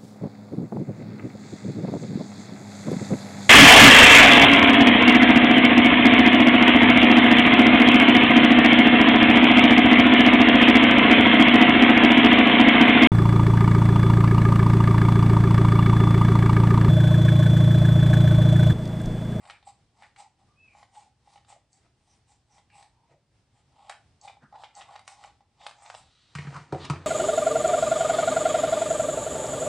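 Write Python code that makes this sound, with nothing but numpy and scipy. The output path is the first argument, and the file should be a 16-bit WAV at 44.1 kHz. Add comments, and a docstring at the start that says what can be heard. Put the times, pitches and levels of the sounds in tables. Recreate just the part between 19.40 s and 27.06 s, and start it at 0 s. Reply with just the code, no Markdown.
"""A plastic glue gun is worked close to the microphone in a small room, over a faint rumble.
Up to 6.7 s each squeeze and release scrapes the feed slider through the hollow shell, and the linkage
clacks at its stops. From 4.5 s the strokes crowd together, with more trigger cracks and spring pings.
From 6.9 s the gun is set down on a wooden table: it knocks, thumps hollowly, drags and thuds."""
import sys
import numpy as np
from scipy import signal
from scipy.fft import rfft, irfft, next_fast_len
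from scipy.io import wavfile
from scipy.ndimage import uniform_filter1d

SR = 44100
rng = np.random.default_rng(int(sys.argv[2]) if len(sys.argv) > 2 else 0)


def transcribe(signal):
    """Save signal, clipped to [-1, 1], as a 16-bit WAV file at the path in sys.argv[1]."""
    frames = np.atleast_2d(signal).T
    limited = np.clip(frames, -1, 1)
    pcm = np.round(limited * 32767).astype(np.int16)
    wavfile.write(sys.argv[1], SR, pcm)


N = 337806

# All table levels are relative; gains follow.
# room noise spectrum: f/Hz, level/dB
NOISE_SPECTRUM = [(15, -49), (25, -11), (54, -2), (86, 1), (120, 1.5), (176, -7), (572, -18), (617, -18),
                  (720, -16.5), (1230, -22), (1520, -24), (1770, -24), (5300, -26.5), (6700, -32.5),
                  (8800, -33), (9610, -32), (11500, -49), (15000, -88), (22000, -120)]
# room noise, side over mid: f/Hz, gain/dB
NOISE_SIDE = [(60, -21.5), (170, -16), (490, -12), (1390, -7), (3980, -5), (11400, 1.5)]
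# room reverberation: f/Hz, T60/s, gain/dB
REVERB = [(60, 0.39, -25), (137, 0.48, -14), (330, 0.52, -2.5), (780, 0.31, -2.5), (1850, 0.29, 3),
          (4640, 0.28, 1.5), (9400, 0.27, 0)]
# reverberation, side over mid: f/Hz, gain/dB
REVERB_SIDE = [(100, -43), (600, -18), (1400, -16), (2800, -12), (5500, -6), (9000, -4)]
# microphone response: f/Hz, gain/dB
MIC_RESPONSE = [(20, -5), (50, 0), (6500, 0), (8000, 1), (8800, 1), (9300, -2), (10000, -6), (11500, -10)]

# table top with the gun on it: f/Hz, width/Hz, level/dB
TABLE_MODES = [(90, 2.3, 0), (145.3, 15.7, 6), (176, 9.8, -14), (295, 9.5, -13.5), (346, 32, -8.5),
               (437, 140, -9), (517, 320, -16.5), (662, 80, -9), (810, 130, -19.5), (967, 150, -7),
               (1234, 220, -4), (1390, 310, -14.5), (1740, 830, -9.5), (1990, 250, -46), (2450, 290, -34),
               (3040, 250, -66), (4000, 1170, -15.5), (5800, 540, -34), (8060, 500, -35)]
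# edges of its boom, thud, knock and click bands: f/Hz
TABLE_EDGES_HZ = [70, 240, 900, 3000, 9300]
# hand, cord and stand dragging on the table: peak t/s, length/s, level/dB, tilt/dB
RUBS = [(2.46, 0.058, -70.5, -3), (3.72, 0.1, -68.5, -3.5), (5.035, 0.035, -60.5, -7.5),
        (6.85, 0.95, -79.5, 19), (7.02, 0.16, -60, 6.5), (7.165, 0.32, -51.5, -2),
        (7.425, 0.21, -48.5, -3.5), (7.454, 0.018, -42.5, 4.5), (7.62, 0.71, -56.5, -3.5)]
# blows on the table: t/s, level/dB, tilt/dB, extra thud/dB, extra click/dB
KNOCKS = [(6.9516, -37, 1, -14, 5), (6.9859, -37.5, 2.5, 0, -3), (7.0207, -51, 5, -13, -5),
          (7.0488, -49.5, -3.5, -12, -12), (7.0697, -43, -3, -4, -1), (7.1254, -60, -1, -6, -8),
          (7.1426, -48.5, 2, -15, 3.5), (7.163, -45, 3.5, -7, 0), (7.3241, -39, -5, 13.5, 7),
          (7.3464, -46, -6, 8, 6.5), (7.499, -28, 0, 7.5, 2.5), (7.535, -49.5, 1, 17.5, -7),
          (7.558, -43.5, -2.5, 2, -6)]
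# hollow thump of the gun landing flat, ringing in table and room: f/Hz, width/Hz, level/dB
THUMP_MODES = [(277, 20, -12), (328, 21, -1.5), (373, 44, 1), (406.5, 14.4, -5), (480, 23, -2.5),
               (541, 23, -1), (615, 60, -4.5), (693, 25, 1), (744, 18, -1), (811, 25, -4), (1096, 27, -18),
               (1370, 110, -9)]
# gun landing flat: t/s, level/dB
THUMPS = [(7.324, -27), (7.3464, -33)]

# gun shell: f/Hz, width/Hz, level/dB
SHELL_MODES = [(650, 21, -17), (825, 118, 18.5), (800, 93, 11), (1019, 85, 8.5), (1220, 220, -4),
               (1900, 300, 1), (2060, 640, -2.5), (2450, 1500, -2.5), (3040, 130, -3.5), (3550, 850, -3.5),
               (4600, 450, -22.5), (5160, 5400, -21.5), (7120, 420, -15), (7260, 950, -6.5),
               (7760, 750, -1.5), (8750, 200, -34)]
# edges of its body, rasp and hiss bands: f/Hz
SHELL_EDGES_HZ = [560, 1450, 5500, 10800]
# rubbing contacts singing in one resonance: centre t/s, length/s, f/Hz, width/Hz, level/dB
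FRICTION_TONES = [(0.06, 0.049, 780, 170, -58.5), (0.146, 0.075, 2200, 800, -62.5),
                  (0.278, 0.019, 800, 40.3, -47.5), (0.282, 0.067, 7790, 700, -64),
                  (0.641, 0.062, 1947, 590, -59), (0.86, 0.075, 845, 90, -61.5),
                  (1.129, 0.13, 1170, 60, -77), (1.31, 0.13, 2426, 300, -66.5),
                  (1.575, 0.034, 834, 45, -49.5), (1.65, 0.15, 825, 90, -68), (2.151, 0.083, 684, 192, -63),
                  (2.7, 0.14, 810, 101, -81), (2.716, 0.095, 5810, 720, -74.5), (2.915, 0.04, 824, 60, -70),
                  (3.145, 0.12, 817, 81, -68.5), (3.149, 0.11, 5660, 600, -74),
                  (3.347, 0.12, 2450, 502, -69), (3.364, 0.041, 800, 55, -56.5),
                  (3.44, 0.11, 810, 103, -65.5), (3.679, 0.33, 910, 229, -75), (3.739, 0.12, 591, 169, -69),
                  (4.855, 0.039, 780, 90, -50), (5.044, 0.056, 218, 50, -61),
                  (5.045, 0.079, 1530, 402, -63.5), (5.19, 0.11, 829, 166, -57),
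                  (5.394, 0.025, 874, 260, -54.5), (5.5, 0.063, 903, 380, -57),
                  (6.238, 0.1, 3490, 534, -65), (6.434, 0.03, 8400, 1100, -63),
                  (7.087, 0.047, 142, 30, -43.5), (7.164, 0.06, 1135, 381, -44),
                  (7.168, 0.045, 2050, 720, -59), (7.19, 0.11, 149, 50, -52.5),
                  (7.439, 0.1, 3544, 1508, -51)]
# spring: f/Hz, width/Hz, level/dB
SPRING_MODES = [(4550, 110, -9.5), (5600, 240, -9), (6500, 290, 0), (7770, 140, -7)]
# spring coming free: t/s, level/dB
PINGS = [(2.3303, -59.5), (4.8132, -53.5), (5.352, -50)]
# trigger bottoming out: t/s, level/dB, tilt/dB, extra crack/dB
SNAPS = [(0.0985, -44, -0.5, 7), (0.1072, -42.5, 3, -1), (4.4958, -38.5, 10, 1), (4.5003, -45.5, 2, 0),
         (4.5112, -42, 5, -4), (5.2358, -44.5, -5, -1.5), (5.4154, -48, -1.5, 5), (5.5608, -44.5, 0, 1),
         (5.6778, -34.5, 7, -5.5), (5.8388, -45, 4, 0), (6.2655, -33.5, 0.5, 0), (6.2692, -54, 21.5, 8.5),
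         (6.3102, -45.5, 2, -4), (6.5, -37.5, -0.5, -1.5), (6.5421, -42.5, -0.5, -8),
         (6.5485, -40.5, -2.5, -2.5)]
# linkage catches, stops and rebounds: t/s, level/dB, tilt/dB, extra crack/dB
CLACKS = [(0.0525, -62.5, -7, 6.5), (0.227, -62, -2.5, 1.5), (0.622, -51.5, -1, -6), (0.633, -61.5, 1, 5),
          (0.646, -66, -3, -7), (0.7615, -60, 8, 7.5), (1.3492, -66.5, -15, -2),
          (1.4277, -60.5, -11.5, 4.5), (1.553, -63.5, -8, 4.5), (1.8735, -74, -20, 3),
          (1.9576, -62.5, -11.5, 1.5), (1.976, -66.5, -5, 5), (2.047, -69, -2, 5), (2.084, -59, 4, -7),
          (2.1009, -61.5, -9, -5), (2.125, -57, -4.5, -3), (3.1806, -63.5, -7.5, 1.5), (3.301, -74, 4, 12),
          (3.426, -53, 5, -3.5), (4.4975, -42, -5.5, -5.5), (4.5225, -54.5, 10, 8), (4.8755, -57, -10, 3),
          (4.8795, -54.5, -3, 7), (4.8875, -65, 1, -3), (4.8965, -50, -4, -6), (4.9055, -59, -8, -14),
          (4.969, -62.5, -7.5, -14), (5.1245, -61, -11, -5), (5.155, -66, -21.5, 7),
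          (5.2417, -56, 7.5, 9.5), (5.3735, -53.5, -7.5, -13), (5.4088, -53, -6.5, 5), (5.421, -55, -1, 0),
          (5.5545, -52, -10, -1.5), (5.5921, -50, 2, -4), (5.8455, -52.5, -9, -1.5), (5.8585, -61, 14, -10),
          (5.8758, -59, -2, -2), (6.006, -72.5, -15, 2), (6.2132, -60.5, -5, 4.5), (6.2935, -47, 4, -22),
          (6.4207, -56.5, -4, -10), (6.461, -56.5, -2, 5), (6.504, -54, -2, -6)]
# finger-driven slider strokes: peak t/s, length/s, level/dB, tilt/dB
PUSHES = [(0.095, 0.18, -56, 2.5), (0.638, 0.16, -61, 2), (1.41, 0.17, -60, 3), (1.94, 0.18, -61.5, 4.5),
          (2.725, 0.25, -69, 6.5), (3.17, 0.17, -65, 5.5), (4.19, 0.11, -68, 4), (4.48, 0.25, -60, -2),
          (5.152, 0.049, -64.5, -13), (5.23, 0.12, -55.5, -1), (5.54, 0.2, -55.5, -1.5),
          (5.845, 0.16, -56, 1), (6.265, 0.13, -52.5, 0), (6.49, 0.22, -53.5, 3.5)]
# spring-driven slider strokes: peak t/s, length/s, level/dB, tilt/dB
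RETURNS = [(0.282, 0.074, -58.5, -0.5), (0.799, 0.082, -53.5, -1.5), (1.007, 0.096, -75, -4.5),
           (1.573, 0.18, -62.5, 0), (2.105, 0.085, -58.5, 1.5), (2.346, 0.12, -72, 5),
           (2.909, 0.12, -68.5, 2.5), (3.378, 0.17, -61.5, 0), (4.854, 0.11, -57, -1.5),
           (5.383, 0.097, -53.5, -1), (5.706, 0.13, -57, -0.5), (6.57, 0.11, -58.5, 2)]
# coupling of slider and spring to the shell: f/Hz, gain/dB
SLIDER_RESPONSE = [(500, -0.5), (850, 0), (1150, 0), (1600, -7), (2000, 0), (2220, -0.5), (2480, 0.5),
                   (3000, -1.5), (3900, 1.5), (4800, 3.5), (6300, -0.5), (8200, -2.5)]

RUB_DB, KNOCK_DB = (1, 1, 0.5, -5), (4, -7, -0.5, -13)  # boom, thud, knock, click
CLACK_DB, PUSH_DB, RETURN_DB = (1.5, 0.5, -13.5), (6.5, -4, -8.5), (4.5, -1, 0)  # body, rasp, hiss


def amp(db):
    return 10 ** (np.asarray(db) / 20)


def unit_rms(x):
    return x / np.sqrt(np.mean(x ** 2) + 1e-20)


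def interp_log(points, hz):
    f, value = np.transpose(points)
    return np.interp(np.log(hz + 1), np.log(f + 1), value)


def colour(x, points):
    """Filter by a curve of f/Hz, gain/dB."""
    size = next_fast_len(len(x))
    gain = amp(interp_log(points, np.fft.rfftfreq(size, 1 / SR)))
    return irfft(rfft(x, size) * gain, size)[:len(x)]


def add(mix, start_s, sound):
    part = mix[max(round(start_s * SR), 0):][:len(sound)]
    part += sound[:len(part)]


def band_levels(shape_db, level_db, tilt_db):
    """Levels in dB, low band to high; harder contact tilts towards the treble."""
    return level_db + np.array(shape_db) + tilt_db * np.linspace(-1, 1, len(shape_db))


def strokes(rows, shape_db, rise_share):
    """Rows for scrape(): peak t/s, rise/s, fall/s, band levels/dB."""
    return [(s, rise_share * length_s, (1 - rise_share) * length_s, band_levels(shape_db, db, tilt))
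            for s, length_s, db, tilt in rows]


def room_noise(level_db=-68.5, waver_db=1.7):
    """Wavering rumble and faint hiss: mid, side."""
    drift = unit_rms(uniform_filter1d(uniform_filter1d(rng.standard_normal(N), 5000), 3000))
    gain = amp(level_db + waver_db * drift)
    mid, side = (gain * unit_rms(colour(rng.standard_normal(N), NOISE_SPECTRUM)) for _ in range(2))
    return mid, colour(side, NOISE_SIDE)


def reflections(onset_s=0.00036, taps_per_s=3000):
    """Room impulse response: sparse echoes build up, then decay band by band."""
    size, bands = SR // 2, np.array(REVERB)
    taps = rng.standard_normal(size) * (rng.random(size) < taps_per_s / SR)
    hz, t, spectra = signal.stft(taps, SR, nperseg=256)
    t60_s = interp_log(bands[:, :2], hz)[:, None]
    tail = signal.istft(spectra * amp(-60 * t / t60_s), SR, nperseg=256)[1][:size]
    tail *= 1 - np.exp(-(np.arange(size) / SR / onset_s) ** 2)
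    return colour(tail / np.linalg.norm(tail), bands[:, ::2])


def room_reverb(x, patterns=4, cycle_s=1.4):
    """The hand moves the gun about: reflection patterns cross-fade in turn."""
    turns = np.arange(N) / SR / cycle_s + np.arange(patterns)[:, None] / patterns
    shares = np.maximum(np.cos(2 * np.pi * turns), 0)
    shares /= np.linalg.norm(shares, axis=0)
    return sum(signal.oaconvolve(x * share, reflections())[:N] for share in shares)


def tap_response(modes, edges_hz, size, vary_db, detune, phase_rad):
    """Damped modes, split into bands; each contact point weights them differently."""
    t = np.arange(size) / SR
    hz, width_hz, db = np.transpose(modes)[:, :, None]
    weight, shift, phase = rng.standard_normal((3, len(modes), 1))
    upper = hz > edges_hz[1]  # lowest band keeps pitch and phase
    angle = 2 * np.pi * hz * (1 + detune * shift * upper) * t + phase_rad * phase * upper
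    envelopes = amp(db + vary_db * weight) * width_hz * np.exp(-np.pi * width_hz * t)
    tap = np.sum(envelopes * np.cos(angle), axis=0)
    return [signal.sosfilt(signal.butter(3, band_hz, "bandpass", fs=SR, output="sos"), tap)
            for band_hz in zip(edges_hz, edges_hz[1:])]


def strike(rows, body, chatter, chatter_s, rise_s, low_lag_s=0):
    """One impulse per blow; the faces then chatter, roughening the upper bands."""
    out, t = np.zeros(N), np.arange(SR // 30) / SR
    for s, levels_db in rows:
        rattle = chatter * rng.standard_normal(len(t)) * np.exp(-t / chatter_s)
        contact_s = rise_s * np.sqrt(amp(max(levels_db) - levels_db[-1]))  # dull blows rise slower
        for k, (db, band) in enumerate(zip(levels_db, body())):
            roughness = k / (len(levels_db) - 2)
            blow = band + roughness * signal.fftconvolve(band, rattle)[:len(band)]
            blow *= 1 - np.exp(-np.arange(len(blow)) / SR / contact_s)
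            attack_rms = np.sqrt(np.mean(blow[:SR // 100] ** 2))
            add(out, s + low_lag_s * (k == 0), amp(db) * blow / attack_rms)
    return out


def scrape(rows, body, slips_per_s, uneven_db, grit, jerk_db):
    """Stick-slips ring the body as speed swells, jerks and dies; grit fills the top band."""
    out, t = np.zeros(N), np.arange(-SR // 3, SR // 3) / SR
    for s, rise_s, fall_s, levels_db in rows:
        jerks = unit_rms(uniform_filter1d(rng.standard_normal(len(t)), 300))
        speed = np.exp(-2 * abs(t / np.where(t < 0, rise_s, fall_s)) ** 1.83) * amp(jerk_db * jerks)
        sizes = amp(uneven_db * np.minimum(rng.exponential(1, len(t)), 3))
        signs = rng.choice([-1, 1], len(t))
        slips = unit_rms(sizes * signs * (rng.random(len(t)) < slips_per_s / SR))
        grains = grit * rng.standard_normal(len(t))
        start_s = s + t[0]
        for k, (db, band) in enumerate(zip(levels_db, body())):
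            force = speed * (slips + grains * (k == len(levels_db) - 1))
            sound = signal.fftconvolve(force, band)
            sound *= amp(db) * np.sqrt(np.sum(speed ** 2) / np.sum(sound ** 2))
            add(out, start_s, sound[max(-round(start_s * SR), 0):])
    return out


def free_ring(rows, modes, rise_s):
    """A strike sets the modes ringing freely."""
    out, t = np.zeros(N), np.arange(16384) / SR
    hz, width_hz, db = np.transpose(modes)[:, :, None]
    envelopes = amp(db) * np.exp(-np.pi * width_hz * t)
    for s, level_db in rows:
        sound = np.sum(envelopes * np.sin(2 * np.pi * (hz * t + rng.random(hz.shape))), axis=0)
        sound *= 1 - np.exp(-t / rise_s)
        attack_rms = np.sqrt(np.mean(sound[:SR // 100] ** 2))
        add(out, s, amp(level_db) * sound / attack_rms)
    return out


def table_top():
    """One contact on the wood."""
    return tap_response(TABLE_MODES, TABLE_EDGES_HZ, 8192, vary_db=3.0, detune=0.0019, phase_rad=0.88)


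def table_drag():
    """Hand, cord and stand rub over the table."""
    rubs = strokes(RUBS, RUB_DB, rise_share=0.61)
    return scrape(rubs, table_top, slips_per_s=1200, uneven_db=3.0, grit=9.5, jerk_db=0.5)


def table_knocks():
    """The gun lands: a flat face adds thud, a hard corner adds click."""
    blows = [(s, band_levels(KNOCK_DB, db, tilt) + [0, thud, 0, click])
             for s, db, tilt, thud, click in KNOCKS]
    return strike(blows, table_top, chatter=0.16, chatter_s=0.0082, rise_s=0.00006, low_lag_s=0.0026)


def shell():
    """One contact on the hollow plastic shell."""
    return tap_response(SHELL_MODES, SHELL_EDGES_HZ, 2048, vary_db=-0.5, detune=0.02, phase_rad=1.0)


def gripped_shell(damping_hz=280):
    """The squeezing hand damps the shell, widening every mode."""
    modes = np.array(SHELL_MODES) + [0, damping_hz, 0]
    return tap_response(modes, SHELL_EDGES_HZ, 2048, vary_db=9.0, detune=0.011, phase_rad=0.5)


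def slider_squeak(centre_s=1.239, length_s=0.19, level_db=-58.5, top_s=1.225, top_hz=2606, sag_hz=311):
    """Faint, near-pure tone; pitch and level arch."""
    out, size, start_s = np.zeros(N), int(length_s * SR), centre_s - length_s / 2
    from_top = (start_s + np.arange(size) / SR - top_s) / (length_s / 2)
    wobble = 1 + 0.005 * unit_rms(uniform_filter1d(rng.standard_normal(N), 150))[:size]
    hz = (top_hz - sag_hz * from_top ** 2) * wobble
    tone = np.sqrt(2) * np.sin(2 * np.pi * np.cumsum(hz) / SR)
    add(out, start_s, amp(level_db) * signal.windows.hann(size) * tone)
    return out


def friction_tones(sag_widths=0.57, shell_hz=804, shell_width_hz=58.5, rasp_hz=8070, rasp_width_hz=1100):
    """Friction noise in one sinking resonance. Each return adds a hollow note and a spring rasp."""
    out, notes, rasps = np.zeros(N), [], []
    for s, length_s, db, tilt in RETURNS:
        body_db, _, hiss_db = band_levels(RETURN_DB, db, tilt)
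        notes.append((s + 0.007446, 0.86 * length_s, shell_hz, shell_width_hz, body_db - 8))
        rasps.append((s, 0.61 * length_s, rasp_hz, rasp_width_hz, hiss_db - 10.5))
    for s, length_s, hz, width_hz, db in FRICTION_TONES + notes + rasps:
        size = min(int(length_s * SR), SR // 4)
        noise = rng.standard_normal((SR // 4, 2)) @ [1, 1j]
        fuzz = signal.sosfilt(signal.butter(2, width_hz / 2, fs=SR, output="sos"), noise)[-size:]
        glide_hz = hz - sag_widths * width_hz * np.linspace(-.5, .5, size)
        carrier = np.exp(2j * np.pi * np.cumsum(glide_hz) / SR)
        add(out, s - length_s / 2, amp(db) * unit_rms((fuzz * carrier).real * signal.windows.cosine(size)))
    return out


def stops(rows):
    """Rows for strike(): t/s, band levels/dB. Edge-on hits add crack in the rasp band."""
    return [(s, band_levels(CLACK_DB, db, tilt) + [0, crack, 0]) for s, db, tilt, crack in rows]


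def trigger_snaps():
    """The trigger bottoms out under a tight grip: a dry crack."""
    return strike(stops(SNAPS), gripped_shell, chatter=0.23, chatter_s=0.0038, rise_s=0.00013)


def linkage_clacks():
    """The linkage hits its stops and rings the shell."""
    return strike(stops(CLACKS), shell, chatter=0.2, chatter_s=0.003, rise_s=0.00045)


def feed_slider():
    """Slider scrapes the shell: pushes swell towards the stop, returns start fast and hiss more."""
    slides = strokes(PUSHES, PUSH_DB, rise_share=0.65) + strokes(RETURNS, RETURN_DB, rise_share=0.39)
    scraping = scrape(slides, shell, slips_per_s=1400, uneven_db=2.0, grit=6.3, jerk_db=1.56)
    return colour(scraping, SLIDER_RESPONSE)


def scene():
    """Direct sound centred; only the room gives width."""
    slider = amp(-4.0) * feed_slider()
    linkage = amp(-4.0) * linkage_clacks()
    linkage += amp(-4.5) * free_ring(PINGS, SPRING_MODES, rise_s=0.00041)
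    snaps = amp(-8.0) * trigger_snaps()
    knocks = amp(-1.5) * table_knocks()
    thumps = free_ring(THUMPS, THUMP_MODES, rise_s=0.00092)
    drag = amp(-2.5) * table_drag()
    tones = friction_tones() + slider_squeak()
    send = (amp(-4.5) * slider + amp(-7.5) * tones + amp(-3.0) * linkage
            + amp(-6.0) * (snaps + knocks + drag) + amp(-10.5) * thumps)
    noise_mid, noise_side = room_noise()
    mid = slider + linkage + snaps + knocks + thumps + drag + tones + room_reverb(send) + noise_mid
    side = colour(signal.oaconvolve(send, reflections())[:N], REVERB_SIDE) + noise_side
    return np.array([mid + side, mid - side])


def record(dry):
    """Microphone response, then an 11.3 kHz low-pass."""
    heard = np.array([colour(channel, MIC_RESPONSE) for channel in dry])
    lowpass = signal.firwin(161, 11300, window=("kaiser", 9), fs=SR)
    return signal.oaconvolve(heard, lowpass[None], "same")


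dry = scene()
out = record(dry)
transcribe(out)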